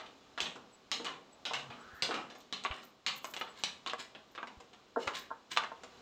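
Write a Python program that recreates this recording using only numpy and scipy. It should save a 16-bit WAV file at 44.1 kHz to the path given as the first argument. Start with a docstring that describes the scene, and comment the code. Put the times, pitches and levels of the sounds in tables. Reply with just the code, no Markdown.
"""Heels knock on concrete as a few people in flat sandals walk along a bare plastered corridor.
Loose soles slap, some landings give a hollow clop, grit scuffs underfoot, and the walls ring on.
Close to the hand-held microphone, nylon clothes and bags rustle and the hand gives an odd bump.
Faint chirps, a brief hum and one soft swish sit over the low air of the building."""
import sys
import numpy as np
from scipy import signal
from scipy.fft import rfft, irfft, next_fast_len
from scipy.io import wavfile
from scipy.ndimage import uniform_filter1d

SR = 44100
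rng = np.random.default_rng(int(sys.argv[2]) if len(sys.argv) > 2 else 0)


def store_pcm(level_fs):
    """Save levels as 16-bit WAV."""
    pcm = np.round(np.clip(level_fs, -1, 1) * 32767).astype(np.int16)
    wavfile.write(sys.argv[1], SR, np.atleast_2d(pcm).T)


N = 265173
TIME = np.arange(N) / SR
CONTACT = 2 ** 15   # samples in one contact and its echo
LOCAL = TIME[:CONTACT]
# echo at the microphone, thinning as the walkers leave by the doorway: t/s, level/dB
ECHO_DB = [(0, -2.5), (1.3, -2.5), (2.15, -1.5), (2.7, -8), (3.4, -8), (4.4, -7), (6, -10)]


def from_db(db):
    """Decibels to gain."""
    return 10 ** (np.asarray(db) / 20)


def rms_one(x):
    """Scale to unit rms."""
    return x / np.sqrt(np.mean(x ** 2) + 1e-20)


def along(curve, s):
    """Read a curve at a time."""
    return np.interp(s, *np.transpose(curve))


def at_hz(points, hz):
    """Read a table on a log-frequency axis."""
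    f, value = np.transpose(points)
    return np.interp(np.log(hz + 1), np.log(f), value)


def bins(size):
    """Frequencies of a spectrum."""
    return np.arange(size // 2 + 1) * SR / size


def add(out, s, x):
    """Mix a sound in at a time."""
    i = max(0, round(s * SR))
    out[i:i + len(x)] += x[:max(0, N - i)]


def colour(x, gain_db):
    """Causal (minimum-phase) filter with the given gain in each bin."""
    cepstrum = irfft(np.log(from_db(gain_db)), len(x))
    cepstrum[1:len(x) // 2] *= 2
    cepstrum[len(x) // 2 + 1:] = 0
    return irfft(rfft(x) * np.exp(rfft(cepstrum)), len(x))


def shaped(x, spectrum):
    """Give a long noise a spectrum; rms 1."""
    size = next_fast_len(N)
    return rms_one(irfft(rfft(x, size) * from_db(at_hz(spectrum, bins(size))), size)[:N])


def grains(size, spread_db):
    """Noise whose samples differ widely in size, like grit."""
    noise = rng.standard_normal(size)
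    return rms_one(noise * from_db(spread_db * np.clip(rng.standard_normal(size), -2, 2)))


def clumped(spread_db, clump_db):
    """Grains that come in bunches a few milliseconds long."""
    bunches = rms_one(uniform_filter1d(rng.standard_normal(N), size=180))
    return grains(N, spread_db) * from_db(clump_db * np.clip(bunches, -2, 2))


def narrow(hz, width_hz):
    """Noise in a narrow band about a steady or moving pitch; rms 1."""
    slow = signal.butter(2, width_hz / 2, fs=SR, output="sos")
    wobble = signal.sosfilt(slow, rng.standard_normal((2, N)))
    phase = 2 * np.pi * np.cumsum(hz * np.ones(N)) / SR
    return rms_one(wobble[0] * np.cos(phase) + wobble[1] * np.sin(phase))


def decay(t60):
    """A level that falls 60 dB in t60 seconds."""
    return np.exp(-np.log(1000) * LOCAL / t60)


def swell(s, db, half_s):
    """A bell-shaped rise and fall of level."""
    return from_db(db) * np.exp(-((TIME - s) / half_s) ** 2)


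def stroke(since, db, fade_s, rise_share):
    """Level of a rub that swells and then dies away; a slow rub also swells slowly."""
    return from_db(db) * np.exp(-np.where(since < 0, (since / (rise_share * fade_s)) ** 2, since / fade_s))


def flex(hz):
    """A sole bends differently each time: new resonances, wider and shallower in the treble (dB)."""
    knots_hz = np.arange(0, 150, 1.2) ** 2
    depth_db = at_hz([(1200, 4.8), (3500, 3.6)], hz)
    return depth_db * np.interp(hz, knots_hz, np.clip(rng.standard_normal(len(knots_hz)), -1.7, 1.6))


def corridor(lump_db=0.5, build_s=0.0034):
    """The corridor heard from one spot: wall echoes merge into a tail, the bass lasting longest."""
    # what the plaster gives back: f/Hz, level/dB
    walls = [(150, 5), (400, -0.5), (1100, 4), (3000, 1), (5500, 2), (8000, -3.5), (14000, 6)]
    # reverberation time: f/Hz, t60/s
    ring_times = [(200, 0.84), (600, 0.53), (1300, 0.35), (3200, 0.33), (5500, 0.28), (8000, 0.38),
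                  (14000, 0.23)]
    hz = bins(CONTACT)
    lumps = np.repeat(rng.standard_normal(CONTACT // 32), 32)
    echoes = from_db(lump_db * np.clip(lumps - .4, -2, 1.6) * np.exp(-LOCAL / 0.032))
    spectrum = rfft(rng.standard_normal(CONTACT) * echoes) * from_db(at_hz(walls, hz))
    centres, t60s = np.transpose(ring_times)
    tail = 0
    for share, t60 in zip(np.eye(len(centres)), t60s):
        band = irfft(spectrum * at_hz(np.c_[centres, share], hz))
        tail = tail + band * decay(t60)
    return tail * (1 - np.exp(-LOCAL / build_s))


def standing_waves(x, trim_db=-1.5):
    """The corridor lifts a fixed set of pitches."""
    # resonances between the walls: f/Hz, width/Hz, lift/dB
    room_modes = [(138, 18, 3), (205, 35, 3), (254, 36, 4), (385, 26, 6), (480, 40, 6), (640, 50, 3),
                  (760, 60, 3), (1165, 50, 4), (2920, 90, 3), (3473, 70, 3), (4050, 300, 3), (5134, 110, 4),
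                  (6692, 190, 3)]
    size = next_fast_len(N + CONTACT, real=True) * 2
    lift_db = sum(db / (1 + (2 * (bins(size) - hz) / width) ** 2) for hz, width, db in room_modes)
    return colour(np.pad(x, (0, size - N)), lift_db + trim_db)[:N]


def sole(level_db, tint_db, wet_db, smack_db, crack_db, early_db, crack_s, early_s):
    """A sole smacks, crackles as its edges close, echoes off floor and legs, then fills the corridor."""
    # a sole on concrete: f/Hz, level/dB
    spectrum = [(80, -36), (150, -15), (250, -8), (650, -5.5), (1150, -4), (1900, -4), (2900, 0.5),
                (3900, -2.5), (4700, -8), (7000, -13), (8200, -18), (9200, -36.5), (12000, -39.5),
                (15500, -48)]
    # where the body, knock, slap and snap of tint_db lie: f/Hz
    tint_hz = [330, 1100, 3700, 7000]
    hz = bins(CONTACT)
    tint = at_hz(np.c_[tint_hz, tint_db], hz) * np.minimum(hz / 200, 1)
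    gain_db = at_hz(spectrum, hz) + tint + flex(hz)
    gain_db -= 10 * np.log10(np.mean(from_db(gain_db) ** 2))
    # a light touch rolls on to the floor, so less of it arrives in the first smack
    firm_db, softening = -24, 0.35
    flatness = from_db(softening * min(level_db - firm_db, 0))
    smack = flatness * from_db(smack_db) * rms_one(signal.unit_impulse(CONTACT, round(.0006 * SR)))
    crack = flatness * from_db(crack_db) * rms_one(rng.standard_normal(CONTACT) * np.exp(-LOCAL / crack_s))
    early_echoes = grains(CONTACT, spread_db=9) * LOCAL * np.exp(-2 * LOCAL / early_s)
    early = from_db(early_db) * rms_one(early_echoes)
    blow = np.sqrt(.01 * SR / CONTACT)   # scales unit rms to the energy of 10 ms
    contact = blow * (smack + crack + early) + from_db(wet_db) * corridor()
    return from_db(level_db) * colour(contact, gain_db)


def footfalls(usual_db=-40.5, firm_db=-39, hollow_db=12.5, toe_lag_s=0.059, clear_s=.09):
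    """Heels knock on the concrete; the forefoot follows a firm landing that the next does not crowd."""
    # heels landing: t/s, level/dB, hollow knock/dB, snap/dB
    heels = [(0.0, -46, 9, -6), (0.059, -54, -6, -4), (0.3775, -38.5, 11, -2), (0.4574, -40.5, -1, -30),
             (0.5562, -47.5, 20, 10), (1.046, -39.5, 5, 5.5), (1.0634, -38.5, 7, -7), (1.5351, -34, 3, 2),
             (1.703, -46.5, 11, -8), (2.1096, -36, 16, -4), (2.1425, -36.5, 11, 1.5),
             (2.3008, -49.5, 0, -3), (2.352, -51, 19, 14), (2.4042, -57.5, -26, 5), (2.638, -43.5, -2, 5.5),
             (2.6499, -33, 19.5, -38), (2.6606, -37.5, 3, -26), (2.7124, -38, 8.5, -35),
             (2.8289, -52.5, 11, 10), (3.2445, -39.5, 14, 12.5), (3.338, -41.5, 3, 6),
             (3.365, -38.5, 4.5, 0), (3.412, -35.5, 12.5, -7), (3.8624, -38, 8.5, -2.5),
             (3.8743, -37.5, 7, -1.5), (3.8973, -38.5, -6, -8), (3.934, -36.5, 30.5, 11),
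             (4.1494, -46.5, 6.5, -11), (4.3506, -46.5, 8.5, -2), (4.3781, -41, 12.5, -23),
             (4.4296, -38, 30, -2.5), (4.472, -45, 13, 2), (4.6018, -50.5, 13.5, 11), (4.732, -52.5, 9, 1),
             (5.0738, -37.5, 14, 3), (5.0773, -32, 16, -3.5), (5.5648, -36.5, 2, -4),
             (5.5726, -25.5, 11, -1.5), (5.835, -45, 12, 9.5)]
    out = np.zeros(N)
    lags = toe_lag_s * (1 + 0.1 * rng.uniform(-0.83, 1, len(heels)))
    gaps = np.diff(np.array(heels)[:, 0], append=np.inf)
    for (s, level_db, knock_db, snap_db), lag, gap in zip(heels, lags, gaps):
        # hollow and gentle landings have more body
        body_db = -3.5 + 0.74 * knock_db - 0.76 * (level_db - usual_db)
        # a very hollow knock sends less into the room
        wet_db = 0.62 + along(ECHO_DB, s) - 0.48 * max(knock_db - hollow_db, 0)
        smack_db = -3 - 0.55 * wet_db   # a heel heard mostly by its echo has little first smack
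        touches = [(s, level_db, snap_db)]
        if level_db > firm_db and gap > clear_s:
            touches.append((s + lag, level_db - 14, snap_db - 3))   # forefoot: softer and duller
        for when, touch_db, edge_db in touches:
            add(out, when, sole(touch_db, [body_db, knock_db, 0, edge_db], wet_db, smack_db,
                                crack_db=-1.3, early_db=-2.5, crack_s=0.00024, early_s=0.0098))
    return out


def building_air():
    """Room tone all round the microphone: a low rush that drifts in level."""
    # air of the building: f/Hz, level/dB
    spectrum = [(80, -1.5), (150, -3), (250, 2), (480, 0.5), (700, -0.5), (1150, -0.5), (1900, -7),
                (2900, -6.5), (3900, -7), (4700, -10.5), (7300, -16), (9400, -34), (12000, -35.5),
                (15500, -32)]
    # its drift: t/s, level/dB
    drift = [(0, -60.5), (.8, -63), (1.35, -63), (1.8, -58), (2.5, -63.5), (2.95, -66), (3.5, -60.5),
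             (4.2, -63), (5.45, -64), (6, -58)]
    rumble_cut = signal.butter(2, 40, "high", fs=SR, output="sos")
    air = signal.sosfilt(rumble_cut, shaped(rng.standard_normal(N), spectrum))
    return air * from_db(along(drift, TIME))


def sandal_slaps():
    """A loose sandal slaps once a stride: thin, sharp cracks that set the corridor ringing."""
    # slaps about 0.54 s apart: t/s, level/dB, body/dB, knock/dB, snap/dB, echo/dB
    slaps = [(0.4039, -33.5, 0.5, -10.5, 2.5, 0), (0.9157, -32, -5.5, -8, 2, -0.5),
             (1.4531, -37, -7.5, -5.5, -2.5, 1), (2.023, -31.5, -3.5, -9, 2, 0.5),
             (2.526, -36, -5.5, -9.5, -5.5, -2), (3.0641, -31, -14, -7.5, -4, 0.5),
             (3.6368, -30, -13.5, -11, -2, -4.5)]
    out = np.zeros(N)
    for s, level_db, body_db, knock_db, snap_db, wet_db in slaps:
        add(out, s, sole(level_db, [body_db, knock_db, 0, snap_db], wet_db,
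                         smack_db=1, crack_db=-1.5, early_db=-5.5, crack_s=.0004, early_s=.009))
    return out


def microphone_bumps(swell_s=0.0036, lag_s=0.0094):
    """Handling noise: a jolt of the hand gives a cycle or two of deep thud."""
    # jolts on the microphone: t/s, level/dB, f/Hz
    jolts = [(.41, -52, 70), (1.684, -49, 121), (1.921, -52.5, 79.6), (2.015, -54, 85), (2.694, -38.5, 61),
             (4.561, -50.5, 63), (5.057, -46.5, 94)]
    out = np.zeros(N)
    envelope = (LOCAL / swell_s / 2) ** 2 * np.exp(2 - LOCAL / swell_s)
    for s, db, hz in jolts:
        add(out, s + lag_s, from_db(db) * envelope * np.sin(2 * np.pi * hz * LOCAL))
    return out


def chirps():
    """Faint, thin chirps: short swells of one high band of noise."""
    # crests of the chirps: t/s, level/dB
    crests = [(0.742, -62.5), (1.341, -64.5), (1.81, -68.5), (3.505, -66)]
    return sum(swell(s, db, half_s=0.017) for s, db in crests) * narrow(hz=7770, width_hz=74)


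def clops(span_octaves=0.76, low_hz=210, dull_hz=1750, ring_db=-6.5, puff_db=-11, attack_s=.0015):
    """A soft, hollow landing: a brief puff and a few low modes, favoured near the blow's own pitch."""
    # hollow knocks: t/s, level/dB, pitch/Hz
    knocks = [(.996, -31.5, 345), (1.508, -31, 860), (2.088, -26.5, 354), (4.9593, -25, 1250),
              (4.9674, -19, 430), (4.9747, -23.5, 520), (5.3032, -36.5, 1330), (5.3106, -30, 1090),
              (5.715, -35, 990)]
    # ring of a knock: f/Hz, level/dB, t60/s
    modes = [(238, 2, 0.036), (469, -1, 0.19), (520, -21.5, 0.39), (635, 6, 0.033), (727, -0.5, 0.024),
             (904, -2.5, 0.16), (1057, 1, 0.071), (1390, 2.5, 0.037), (1625, -8, 0.051)]
    out = np.zeros(N)
    soften = np.vstack([signal.butter(12, dull_hz, fs=SR, output="sos"),
                        signal.butter(4, low_hz, "high", fs=SR, output="sos")])
    attack = 1 - np.exp(-LOCAL / attack_s)

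    def drive(hz, pitch_hz):
        """How strongly a blow excites each frequency."""
        return np.exp(-(np.log2((hz + 1) / pitch_hz) / span_octaves) ** 2) + 0.24

    for s, level_db, pitch_hz in knocks:
        ring = sum((-1) ** k * from_db(db) * drive(f, pitch_hz) * np.sin(2 * np.pi * f * LOCAL) * decay(t60)
                   for k, (f, db, t60) in enumerate(modes))
        puff = from_db(puff_db) * rng.standard_normal(CONTACT) * np.exp(-LOCAL / .004)
        echo = from_db(-8 + 1.5 * along(ECHO_DB, s)) * corridor()
        drive_db = 20 * np.log10(rms_one(drive(bins(CONTACT), pitch_hz)))
        clop = from_db(ring_db) * ring + colour(puff + echo, drive_db)
        add(out, s, from_db(level_db) * signal.sosfilt(soften, clop * attack))
    return out


def hum():
    """A brief low hum: two wavering tones that overlap."""
    # crests of the tones: t/s, level/dB, f/Hz
    tones = [(1.664, -58.5, 136), (1.752, -60.5, 232.7)]
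    return sum(swell(s, db, half_s=0.11) * narrow(hz, width_hz=7.4) for s, db, hz in tones)


def swish(peak_s=2.0, peak_db=-54, rise_s=0.4, fade_s=0.15, peak_hz=1580, hz_per_s=1400):
    """A soft swish swells ahead of a stride and rises in pitch."""
    since = TIME - peak_s
    level = from_db(peak_db) * np.exp(np.minimum(since / rise_s, -since / fade_s))
    return level * narrow(peak_hz + hz_per_s * since, width_hz=450)


def nylon_rustle(rest_db=-96):
    """Nylon rubs close to the microphone in short clumps of fine crackle."""
    # bags and straps rubbing: t/s, level/dB, fade/s
    rubs = [(1.96, -75, 0.043), (2.39, -71, 0.023), (2.85, -63, 0.023), (3.168, -46.5, 0.01),
            (3.26, -60, 0.06), (3.31, -63, 0.03), (3.398, -61, 0.017), (3.6, -68, .015), (4.32, -76, .015),
            (5.19, -56.5, 0.024), (5.527, -65, 0.027)]
    # nylon crackle: f/Hz, level/dB
    spectrum = [(1000, -37), (4000, 0), (7500, 5), (9400, -5.5), (10800, -7), (11900, 15.5), (13300, -9),
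                (15000, 16), (16000, -13)]
    level = sum(stroke(TIME - s, db, fade_s, rise_share=0.54) for s, db, fade_s in rubs)
    return shaped(clumped(spread_db=22, clump_db=4), spectrum) * (level + from_db(rest_db))


def scuffs(wet_db=-4, trim_db=-0.5, low_cut_hz=110, lead_s=.25):
    """Grit rolls under a dragged sole, bent differently each time, and the corridor answers."""
    # soles dragging: t/s, level/dB, fade/s
    drags = [(2.76, -53.5, 0.058), (3.6, -55.5, 0.07), (4.003, -43, 0.026), (5.035, -49.5, 0.067),
             (5.16, -38.5, 0.028), (5.522, -40.5, .018)]
    # grit on concrete: f/Hz, level/dB
    spectrum = [(150, -11), (500, -12), (1100, -2.5), (1900, -1), (3000, 0.5), (4800, -4), (7000, -9.5),
                (8100, -13), (9400, -30.5), (12000, -31), (15500, -33)]
    grit = shaped(clumped(spread_db=6, clump_db=2.5), spectrum)
    direct = np.zeros(N)
    for k, (s, db, fade_s) in enumerate(drags):
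        rub = grit[k * CONTACT:(k + 1) * CONTACT] * stroke(LOCAL - lead_s, db, fade_s, rise_share=0.61)
        add(direct, s - lead_s, colour(rub, flex(bins(CONTACT)) + trim_db))
    direct = signal.sosfilt(signal.butter(2, low_cut_hz, "high", fs=SR, output="sos"), direct)
    room = corridor()
    return direct + from_db(wet_db) * signal.fftconvolve(direct, room / np.linalg.norm(room))[:N]


def scene():
    """One hand-held microphone in the corridor: steps along the floor, rustle and bumps close up."""
    walk = standing_waves(sandal_slaps() + footfalls() + scuffs() + building_air()) + clops()
    close_up = nylon_rustle() + microphone_bumps()
    return (walk + close_up + chirps() + hum() + swish())[None]


def record(dry):
    """The recorder cuts steeply above 16.4 kHz."""
    return signal.sosfilt(signal.ellip(10, .2, 70, 16400, fs=SR, output="sos"), dry)


dry = scene()
out = record(dry)
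store_pcm(out)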